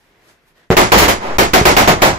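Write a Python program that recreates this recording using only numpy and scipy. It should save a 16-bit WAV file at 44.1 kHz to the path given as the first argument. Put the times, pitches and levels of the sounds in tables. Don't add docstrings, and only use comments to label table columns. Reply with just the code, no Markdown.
import sys
import numpy as np
from scipy import signal
from scipy.fft import rfft, irfft
from scipy.io import wavfile
from scipy.ndimage import uniform_filter1d

SR = 44100
rng = np.random.default_rng(int(sys.argv[2]) if len(sys.argv) > 2 else 0)


def boost_factor(decibels):
    exponent = np.asarray(decibels, float) / 20
    return 10 ** exponent


def master_out(mix):
    frames = np.transpose(np.atleast_2d(mix))
    ceiling = np.clip(frames, -1, 1)
    pcm = np.round(ceiling * 32767).astype(np.int16)
    wavfile.write(sys.argv[1], SR, pcm)


N = 96226

BANDS_HZ = 28 * 2 ** np.arange(0, 9.3, .5)


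def read(table, hz):
    points = np.array(table)
    return np.interp(np.log(hz), np.log(points[:, 0]), points[:, 1])


def split(x, colour, lag=0., peaks=()):
    hz = np.maximum(np.fft.rfftfreq(len(x), 1 / SR), 1)
    gain = boost_factor(read(colour, hz)) * (hz > 15) * (hz < 16400)
    for peak_hz, width_hz, db in peaks:
        gain = gain * boost_factor(db / (1 + (2 * (hz - peak_hz) / width_hz) ** 2))
    gain = gain / np.sqrt(np.mean(gain ** 2))
    place = np.clip(2 * np.log2(hz / BANDS_HZ[:, None]), -1, 1)
    place[-1] = np.minimum(place[-1], 0)
    spectrum = rfft(x) * gain * np.exp(-2j * np.pi * hz * lag / SR)
    return irfft(spectrum * np.cos(np.pi * place / 2) ** 2, len(x))


def pair(shared, own, colour, lag, peaks=()):
    # frequency in Hz, likeness of the two ports from 0 to 1.
    likeness = [(30, 0.58), (120, 0.82), (250, 0.84), (500, 0.85), (1200, 0.29), (3000, 0.13),
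                (12000, 0.43)]
    alike = np.clip(read(likeness, BANDS_HZ), 0, 1)[:, None]
    ports = []
    for delay, own_noise in zip((lag, 0.), own):
        common = np.sqrt(alike) * split(shared, colour, delay, peaks)
        ports.append(common + np.sqrt(1 - alike) * split(own_noise, colour, 0., peaks))
    return np.array(ports)


def walk(rate, count):
    hold = int(SR / rate)
    steps = np.repeat(rng.standard_normal((count, N // hold + 1)), hold, axis=1)
    return 0.82 * uniform_filter1d(uniform_filter1d(steps, hold), hold)[:, :N]


def swarm(size):
    echoes_per_s, scatter_db = 15000, 2
    hit = rng.random((3, size)) < echoes_per_s / SR
    strength = rng.standard_normal((3, size)) * boost_factor(scatter_db * rng.standard_normal((3, size)))
    x = hit * strength
    return x / np.sqrt(np.mean(x ** 2))


def echo_decay(t, ring, tilt_db):
    # frequency in Hz, time to fall 60 dB in seconds.
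    ring_times = [(30, 0.63), (160, 0.35), (420, 0.25), (1100, 0.27), (2900, 0.23), (7700, 0.28),
                  (15000, 0.13)]
    t60 = read(ring_times, BANDS_HZ)[:, None] * ring
    build_cycles, build_s, hold_s = 0.5, 0.0024, 0.018
    rise = 1 - np.exp(-t / (build_s + build_cycles / BANDS_HZ[:, None]))
    octave = np.log2(BANDS_HZ / 1000)[:, None]
    near = rise * boost_factor(-60 * np.maximum(t - hold_s, 0) / t60 + tilt_db * octave)

    wall_s, wall_db, wall_rise_s, wall_ring = 0.285, -16, 0.062, 2.68
    wall_body_hz, wall_tilt_db, bass_share = 1150, -3.5, 0.42
    off = np.log2(BANDS_HZ / wall_body_hz)[:, None]
    octaves_off = np.clip(np.maximum(off, -bass_share * off), 0, 3.8)
    late = np.maximum(t - wall_s, 0)
    fall_db = -60 * late / t60 / wall_ring
    far = (1 - np.exp(-late / wall_rise_s)) * boost_factor(wall_db + fall_db + wall_tilt_db * octaves_off)
    return near + far


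def crack(t, tilt_db):
    hz = 2400 * (1 + 0.096 * rng.standard_normal())
    level_db, t60_s, left_db = -8, .02, -12
    tone = np.sin(2 * np.pi * hz * t) * boost_factor(level_db + tilt_db - 60 * t / t60_s)
    return tone * boost_factor(np.array([[left_db], [0]]))


def thump(t):
    level_db, rise_s, t60_s = 0.5, 0.031, 0.12
    turn = rng.random(3)
    hz = 33.8 * (.6 + turn[0])
    port_phase = (0.18 + 0.075 * turn[2]) * np.array([[0], [1]])
    swing = np.sin(2 * np.pi * (hz * t + turn[1] + port_phase))
    return swing * (1 - np.exp(-t / rise_s)) * boost_factor(level_db - 60 * t / t60_s)


def pressure_front(t, lag):
    front_s = 0.00118
    u = (t - np.array([[lag / SR], [0]])) / front_s
    suction = -np.exp(-np.maximum(u - 1, 0) / 2.4)
    return np.where(u < 0, 0, np.where(u < 1, u, suction))


def bang(db, ring, tilt_db, lag, size):
    # frequency in Hz, level in dB per Hz.
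    bang_colour = [(15, -33), (25, -4.5), (145, -6), (714, 0.5), (1070, -3), (7110, -19.5), (9070, -25.5),
                   (14000, -22), (16000, -21)]
    # frequency in Hz, width in Hz, boost in dB.
    hollows = [(203, 36, 3), (368, 41, 6), (2130, 480, 3.5)]
    right_tilt_db, front_db = 1, -7.5
    t = np.arange(size) / SR
    octave = np.log2(BANDS_HZ / 1000)[:, None]
    side = boost_factor(np.array([-.5, .5])[:, None, None] * right_tilt_db * np.maximum(octave, 0))
    x = swarm(size)
    bands = pair(x[0], x[1:], bang_colour, lag, hollows)
    echoes = (bands * side * echo_decay(t, ring, tilt_db)).sum(axis=1)
    body = echoes + crack(t, tilt_db) + thump(t)
    return boost_factor(db) * (body + boost_factor(front_db - db) * pressure_front(t, lag))


def pop(db, pitch, size):
    # frequency in Hz, level in dB, time to fall 60 dB in seconds.
    hollow_rings = [(73, 5.5, 0.27), (122, 9.5, 0.066), (169.5, 2, .12), (378, -1, 0.24), (454, 6, 0.23),
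                    (690, -25, 0.045), (920, -55, 0.065)]
    longest_s, snap_s = .09, .00035
    t = np.arange(size) / SR - .0018
    rings = np.zeros(size)
    for hz, ring_db, t60 in hollow_rings:
        decay = boost_factor(ring_db - 60 * t / min(t60, longest_s))
        rings -= decay * np.cos(2 * np.pi * hz * pitch * t - .6)
    rings = rings / np.abs(rings).max()
    push = 0.46 * (1 + t / 0.0023) ** 2
    return boost_factor(db) * uniform_filter1d(np.where(t < 0, push, rings), int(snap_s * SR / pitch))


def fuse():
    # frequency in Hz, level in dB per Hz.
    fuse_colour = [(180, -48), (300, -1), (385, 2), (455, -13), (787, 2), (14000, -11), (16000, -39)]
    # time in seconds, fuse level in dB.
    fizz = [
        (0.0, -65.5),
        (0.18, -72),
        (0.3, -52),
        (0.394, -75),
        (0.45, -72),
        (0.484, -61),
        (0.542, -73),
        (0.576, -63),
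        (0.69, -77),
    ]
    x = rng.standard_normal((3, N))
    fizz_db = np.interp(np.arange(N) / SR, *np.array(fizz).T)
    sputter_db = 2.5 + 2.0 * walk(24.2, count=len(BANDS_HZ))
    return (pair(x[0], x[1:], fuse_colour, 6.5) * boost_factor(fizz_db + sputter_db)).sum(axis=1)


def night():
    # frequency in Hz, level in dB per Hz.
    night_colour = [(20, 8), (60, -11), (200, -4), (400, -1.5), (1000, -8.5), (1900, -5), (3200, -13),
                    (15000, -35.5)]
    # time in seconds, murmur level in dB.
    swell = [
        (0.0, -61),
        (0.136, -55.5),
        (0.28, -54.5),
        (0.42, -60),
        (0.526, -58),
        (0.53, -63),
        (0.576, -53.5),
        (0.646, -54),
        (0.69, -64.5),
    ]
    still_hz, still_db = 200, -51.5
    x = rng.standard_normal((3, N))
    swell_db = np.interp(np.arange(N) / SR, *np.array(swell).T)
    swell_db = np.where(BANDS_HZ[:, None] < still_hz, still_db, swell_db)
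    flicker_db = 2.2 * walk(9, count=len(BANDS_HZ))
    return (pair(x[0], x[1:], night_colour, 0.) * boost_factor(swell_db + flicker_db)).sum(axis=1)


def scene():
    # start in seconds, level in dB over clipping, ring factor, tilt in dB per octave,
    # left lag in samples.
    bangs = [(0.704, -9, 0.65, -2, 6), (.7672, 2.5, 1, 0.5, 17.1), (0.9188, 5, 1, 0, 13),
             (.978, -3, 0.7, 2.5, 11.5), (1.02, -3.5, 0.75, 0.5, 13.3), (1.080, -6, 0.86, 1, 16.8),
             (1.3831, -1.5, 0.98, 0.5, 16.4), (1.534, 1, 1, 0.5, 16), (1.653, 2.5, 0.95, 0.5, 16.4),
             (1.766, 2, 0.99, 0.5, 15), (1.875, 2.5, 0.69, 0, 12.8), (2.019, 1, 0.99, 0.5, 10.9)]
    # start in seconds, level in dB, pitch factor.
    pops = [
        (.7022, 9, 1.0),
        (1.612, 1.5, 0.91),
        (2.129, -10.5, 1.32),
    ]
    right_db = 0.43
    size = 32768
    out = np.zeros((2, N + size))
    for s, db, ring, tilt_db, lag in bangs:
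        i = int(s * SR)
        out[:, i:i + size] += bang(db, ring, tilt_db, lag, size=size)
    for s, db, pitch in pops:
        i = int(s * SR)
        out[:, i:i + size] += pop(db, pitch, size=size)
    balance = boost_factor(np.array([[-right_db], [right_db]]) / 2)
    return out[:, :N] * balance + fuse() + night()


def thin(x):
    spare_hz, spare_db, scatter_db = 4000, -12, 12
    top_hz, top_low_hz, fall_hz_per_db, full_db = 15600, 13300, 151, -45
    dip_hz, dip_width_hz, dip_db = 8300, 700, -4
    hz, _, z = signal.stft(x, SR, nperseg=1024)
    hz = hz[:512, None]
    strips = z[:, :512].reshape(2, 128, 4, -1)
    db = 10 * np.log10(np.mean(np.abs(strips) ** 2, axis=2) + 1e-18).max(axis=0)
    body_db = db[24:44].mean(axis=0)
    scatter = uniform_filter1d(rng.standard_normal(db.shape), size=5)
    strong = np.repeat(db > body_db + spare_db + scatter_db * scatter, 4, axis=0)
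    top = np.clip(top_hz + fall_hz_per_db * (body_db - full_db), top_low_hz, top_hz)
    top = np.where(body_db < -80, top_hz, top)
    z[:, :512] *= (strong | (hz < spare_hz)) & (hz < top)
    z[:, :512] *= boost_factor(dip_db / (1 + (2 * (hz - dip_hz) / dip_width_hz) ** 2))
    return signal.istft(z, SR, nperseg=1024)[1][:, :N]


def duck(t):
    start_s, back_s, depth_db, edge_s = 1.374, 1.3835, -24, .0007
    return uniform_filter1d(boost_factor(depth_db * (t > start_s) * (t < back_s)), int(edge_s * SR))


def limit(x):
    threshold_db, smooth_s, ratio = -9, 0.002, 2.01
    keep = np.exp(-1 / (smooth_s * SR))
    power = signal.lfilter([1 - keep], [1, -keep], np.mean(x ** 2, axis=0))
    over_db = np.maximum(10 * np.log10(power + 1e-12) - threshold_db, 0)
    return x * boost_factor(-(1 - 1 / ratio) * over_db)


def overload(x):
    ceiling, knee = 1.0, 6
    return x / (1 + np.abs(x / ceiling) ** knee) ** (1 / knee)


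def top_cut(x):
    return signal.sosfilt(signal.butter(12, 16410, fs=SR, output="sos"), x)


def record(dry):
    # time in seconds, offset in full scale.
    settle = [
        (0, 0),
        (1.1, 0),
        (1.2, .03),
        (1.37, -.13),
        (1.39, 0),
        (1.5, .04),
        (2.18, 0),
    ]
    t = np.arange(N) / SR
    drift = np.interp(t, *np.array(settle).T)
    x = overload(limit((dry + drift) * duck(t)))
    mix = np.clip(thin(x) * boost_factor(.3), -.96, .96)
    return top_cut(mix)


dry = scene()
out = record(dry)
master_out(out)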